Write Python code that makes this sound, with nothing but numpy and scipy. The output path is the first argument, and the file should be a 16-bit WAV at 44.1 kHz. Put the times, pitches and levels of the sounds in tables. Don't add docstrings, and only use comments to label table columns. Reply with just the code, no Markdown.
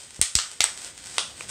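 import sys
import numpy as np
from scipy import signal
from scipy.fft import rfft, irfft
from scipy.io import wavfile

SR = 44100
rng = np.random.default_rng(int(sys.argv[2]) if len(sys.argv) > 2 else 0)


def dump_mix(stems):
    frames = np.atleast_2d(stems).T
    limited = np.clip(frames, -1, 1)
    pcm = np.round(limited * 32767).astype(np.int16)
    wavfile.write(sys.argv[1], SR, pcm)


N = 66150
CRACK_RISE_S = 0.000376


def amp(db):
    return 10 ** (np.asarray(db) / 20)


def unit(x):
    return x / np.sqrt(np.sum(x ** 2) + 1e-20)


def read(points, hz):
    f, value = np.transpose(points)
    return np.interp(np.log(hz + 1), np.log(f + 1), value)


def level(points):
    return amp(np.interp(np.arange(N) / SR, *np.transpose(points)))


def add(mix, start_s, sound):
    part = mix[max(round(start_s * SR), 0):][:len(sound)]
    part += sound[:len(part)]


def bins(size=2048):
    return np.fft.rfftfreq(size, 1 / SR)


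def colour(x, gains_db):
    log_gain = np.log(amp(np.r_[gains_db, gains_db[-2:0:-1]]))
    response = np.exp(np.conj(signal.hilbert(log_gain)))
    return signal.fftconvolve(x, np.fft.ifft(response).real)[:len(x)]


def burst(rise_s, decay_s, size=1024):
    t = np.arange(size) / SR
    envelope = (1 - np.exp(-t / rise_s)) * np.exp(-t / decay_s)
    x = rng.standard_normal(size) * envelope
    for _ in range(4):
        z = rfft(x)
        x = irfft(z / (abs(z) + 1e-12)) * np.sqrt(envelope)
    return unit(x)


def background():
    # frequency in Hz, relative noise density in dB.
    spectrum = [(20, -30), (45, -7), (75, -3.5), (130, -6.5), (220, -10), (500, -15), (1200, -22),
                (4000, -17.5), (9000, -43), (15000, -35)]
    # time in seconds, RMS level in dB.
    loudness = [(0, -56), (.3, -61.5), (.8, -55), (1.2, -53), (1.5, -49.5)]
    noise = irfft(rfft(rng.standard_normal(N)) * amp(read(spectrum, bins(N))), N)
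    return unit(noise) * np.sqrt(N) * level(loudness)


def crinkle(creases_per_s=1500, spread_db=5.5, rub_db=-2):
    # frequency in Hz, relative density of the crinkle in dB.
    spectrum = [(100, -32), (400, -10.5), (1000, -9.5), (2300, -6), (4000, -6), (6000, -4), (7400, -3),
                (8350, 3), (9300, -10), (11000, -20.5), (15500, -30)]
    # time in seconds, relative level in dB.
    handling = [(0, -41), (.02, -41.5), (.09, -49.5), (.16, -45), (.2, -50.5), (.48, -45.5), (.53, -41.5),
                (.59, -50.5), (.72, -47), (.79, -39), (.87, -37), (.93, -54), (.98, -41.5), (1.015, -45.5),
                (1.06, -40), (1.17, -38), (1.25, -46), (1.35, -46.5), (1.42, -38), (1.47, -49.5),
                (1.5, -27)]
    # start of a snap in seconds, level in dB.
    snaps = [(0.1065, -18.5), (.1450, -21), (0.1616, -20.5), (.1660, -21), (.5145, -14.5), (.7752, -12.5),
             (.8462, -12), (0.8638, -26), (0.9776, -17), (1.0406, -18), (1.0584, -16), (1.0695, -15.5),
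             (1.11, -32)]
    tone = read(spectrum, bins())
    sizes = amp(spread_db * np.minimum(rng.exponential(1, N), 3)) * rng.choice([-1, 1], N)
    creases = unit(sizes * (rng.random(N) < creases_per_s / SR))
    rubbing = amp(rub_db) * unit(rng.standard_normal(N))
    out = unit(colour(creases + rubbing, tone)) * np.sqrt(N / 2) * level(handling)
    for start, db in snaps:
        add(out, start, amp(db) * unit(colour(burst(CRACK_RISE_S, decay_s=0.00115), tone)))
    return out


def room(x, build_s=0.0035, size=14000):
    # frequency in Hz, seconds to fall 60 dB.
    decay_times = [(200, 0.16), (700, 0.406), (1800, 0.3445), (4500, 0.3042), (8300, 0.3443), (13000, 0.29)]
    # delay in seconds, level in dB.
    echoes = [(.0014, -6.5), (.0078, -11.5), (0.0113, -8.5), (0.019, -16.5), (.0229, -27)]
    # frequency in Hz, gain in dB.
    tone = [(150, 1.5), (500, 2), (900, -3), (1350, -0.5), (1800, 1.5), (2600, -3), (3400, -1), (4300, -1),
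            (6000, -2.5), (8300, -2), (9200, -0.5), (13000, -6)]
    hz, t, noise = signal.stft(rng.standard_normal(size), SR, nperseg=256)
    fall = np.exp(-np.log(1000) * t / read(decay_times, hz)[:, None])
    tail = signal.istft(noise * fall, SR)[1][:size]
    response = unit(tail * (1 - np.exp(-np.arange(size) / SR / build_s)))
    for delay, db in echoes:
        add(response, delay, amp(db) * burst(rise_s=0.0002, decay_s=0.0004))
    return colour(signal.fftconvolve(x, response)[:N], read(tone, bins()))


def puffs(thump_hz=60.9, damping=0.45, leak_hz=40, rise_s=0.00035, size=6000):
    # start in seconds, strength of the push in dB, decay in seconds.
    pushes = [(0.1933, -21.5, 0.00165), (.2142, -19, 0.0012), (0.3538, -19.5, .0065),
              (0.6057, -21.5, 0.00071)]
    out, t = np.zeros(N), np.arange(size) / SR
    s = 1j * bins(size) / thump_hz
    resonance = s ** 2 / (s ** 2 + damping * s + 1)
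    leak = s / (s + leak_hz / thump_hz)
    for start, db, decay_s in pushes:
        push = -amp(db) * (1 - np.exp(-t / rise_s)) * np.exp(-t / decay_s)
        add(out, start, irfft(rfft(push) * resonance * leak))
    return out


def crack(db, decay_s, centre_hz, focus_db):
    # frequency in Hz, relative level in dB.
    film = [(100, -32), (350, -1), (600, -4), (900, -0.5), (2000, -1), (4000, -0.5), (6500, 0.5), (8500, 1),
            (10000, -11.5), (12000, -16.5), (15500, -20)]
    hz = bins()
    octaves = np.log2(np.maximum(hz, 200) / centre_hz)
    focus = np.maximum(-focus_db * octaves ** 2, -30)
    return amp(db) * unit(colour(burst(CRACK_RISE_S, decay_s), read(film, hz) + focus))


def ring(start_s, decay_s, rise_s=0.00029, low_cut_hz=418, size=1024):
    # time of the pop in seconds, resonance in Hz, relative level in dB.
    resonances = [(.2144, 2015, -12), (.2144, 6300, -10), (.2144, 8560, 2), (.3533, 5130, -9),
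                  (.3533, 6730, -10), (.3533, 7830, -3), (.3880, 1420, -15.5), (.3880, 2780, -14.5),
                  (.3880, 4540, -22), (.6053, 864, -20), (.6053, 1396, -14.5), (.6053, 2167, -14.5),
                  (.6053, 3710, -10), (.6053, 4430, -14.5), (.6053, 6020, -12.5), (.6053, 8660, -11),
                  (.6411, 1400, -17), (.6411, 1790, -12), (.6411, 3100, -11.5), (.6411, 8200, 2),
                  (1.1821, 910, -22), (1.1821, 1237, -11.5), (1.1821, 2000, -7.5), (1.1821, 3610, -16.5),
                  (1.1821, 4490, -11.5), (1.1821, 9100, -13), (1.4085, 523, -28.5), (1.4085, 1162, -27.5),
                  (1.4085, 2470, -22.5), (1.4085, 8100, -25.5)]
    t = np.arange(size) / SR
    envelope = 2 * (1 - np.exp(-t / rise_s)) * np.exp(-t / decay_s)
    modes = [(hz, db) for pop_s, hz, db in resonances if abs(pop_s - start_s) < .01]
    ringing = envelope * sum(amp(db) * np.sin(2 * np.pi * hz * t) for hz, db in modes)
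    return signal.lfilter(*signal.butter(2, low_cut_hz, "high", fs=SR), ringing)


def pops(ring_send_db=-7.5):
    # start in seconds, crack level in dB, its decay in seconds, its centre in Hz,
    # fall an octave from the centre in dB, room level in dB, ring decay in seconds.
    events = [(.2144, 5.5, 0.00082, 5740, 1.33, 1.5, 0.00071), (0.3531, 4.5, .0007, 6600, 1.8, 2, 0.00068),
              (.3880, -0.5, 0.000974, 3730, 4, 4, 0.00066), (0.6055, 6.5, 0.0012, 6000, 1.75, 2.5, 0.001),
              (0.6412, 1, 0.0005, 4250, 1.35, -0.5, 0.00061),
              (1.1821, 3.5, 0.000758, 3470, 6, 2.5, 0.00064),
              (1.4084, -20, 0.00071, 1700, 1, -2.5, 0.00084)]
    out = np.zeros(N)
    for start, crack_db, crack_s, centre_hz, focus_db, room_db, ring_s in events:
        tear = crack(crack_db, crack_s, centre_hz, focus_db)
        ringing = ring(start, ring_s)
        add(out, start, tear + ringing)
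        add(out, start, amp(room_db) * room(tear + amp(ring_send_db) * ringing))
    return out


def scene(sheet_room_db=-2.5):
    sheet = crinkle()
    return (pops() + puffs() + sheet + amp(sheet_room_db) * room(sheet) + background())[None]


def record(dry, knee=7, cutoff_hz=15600):
    clipped = dry / (1 + abs(dry) ** knee) ** (1 / knee)
    lowpass = signal.firwin(255, cutoff_hz, window=("kaiser", 8), fs=SR)
    return signal.oaconvolve(clipped, lowpass[None], "same")


dry = scene()
out = record(dry)
dump_mix(out)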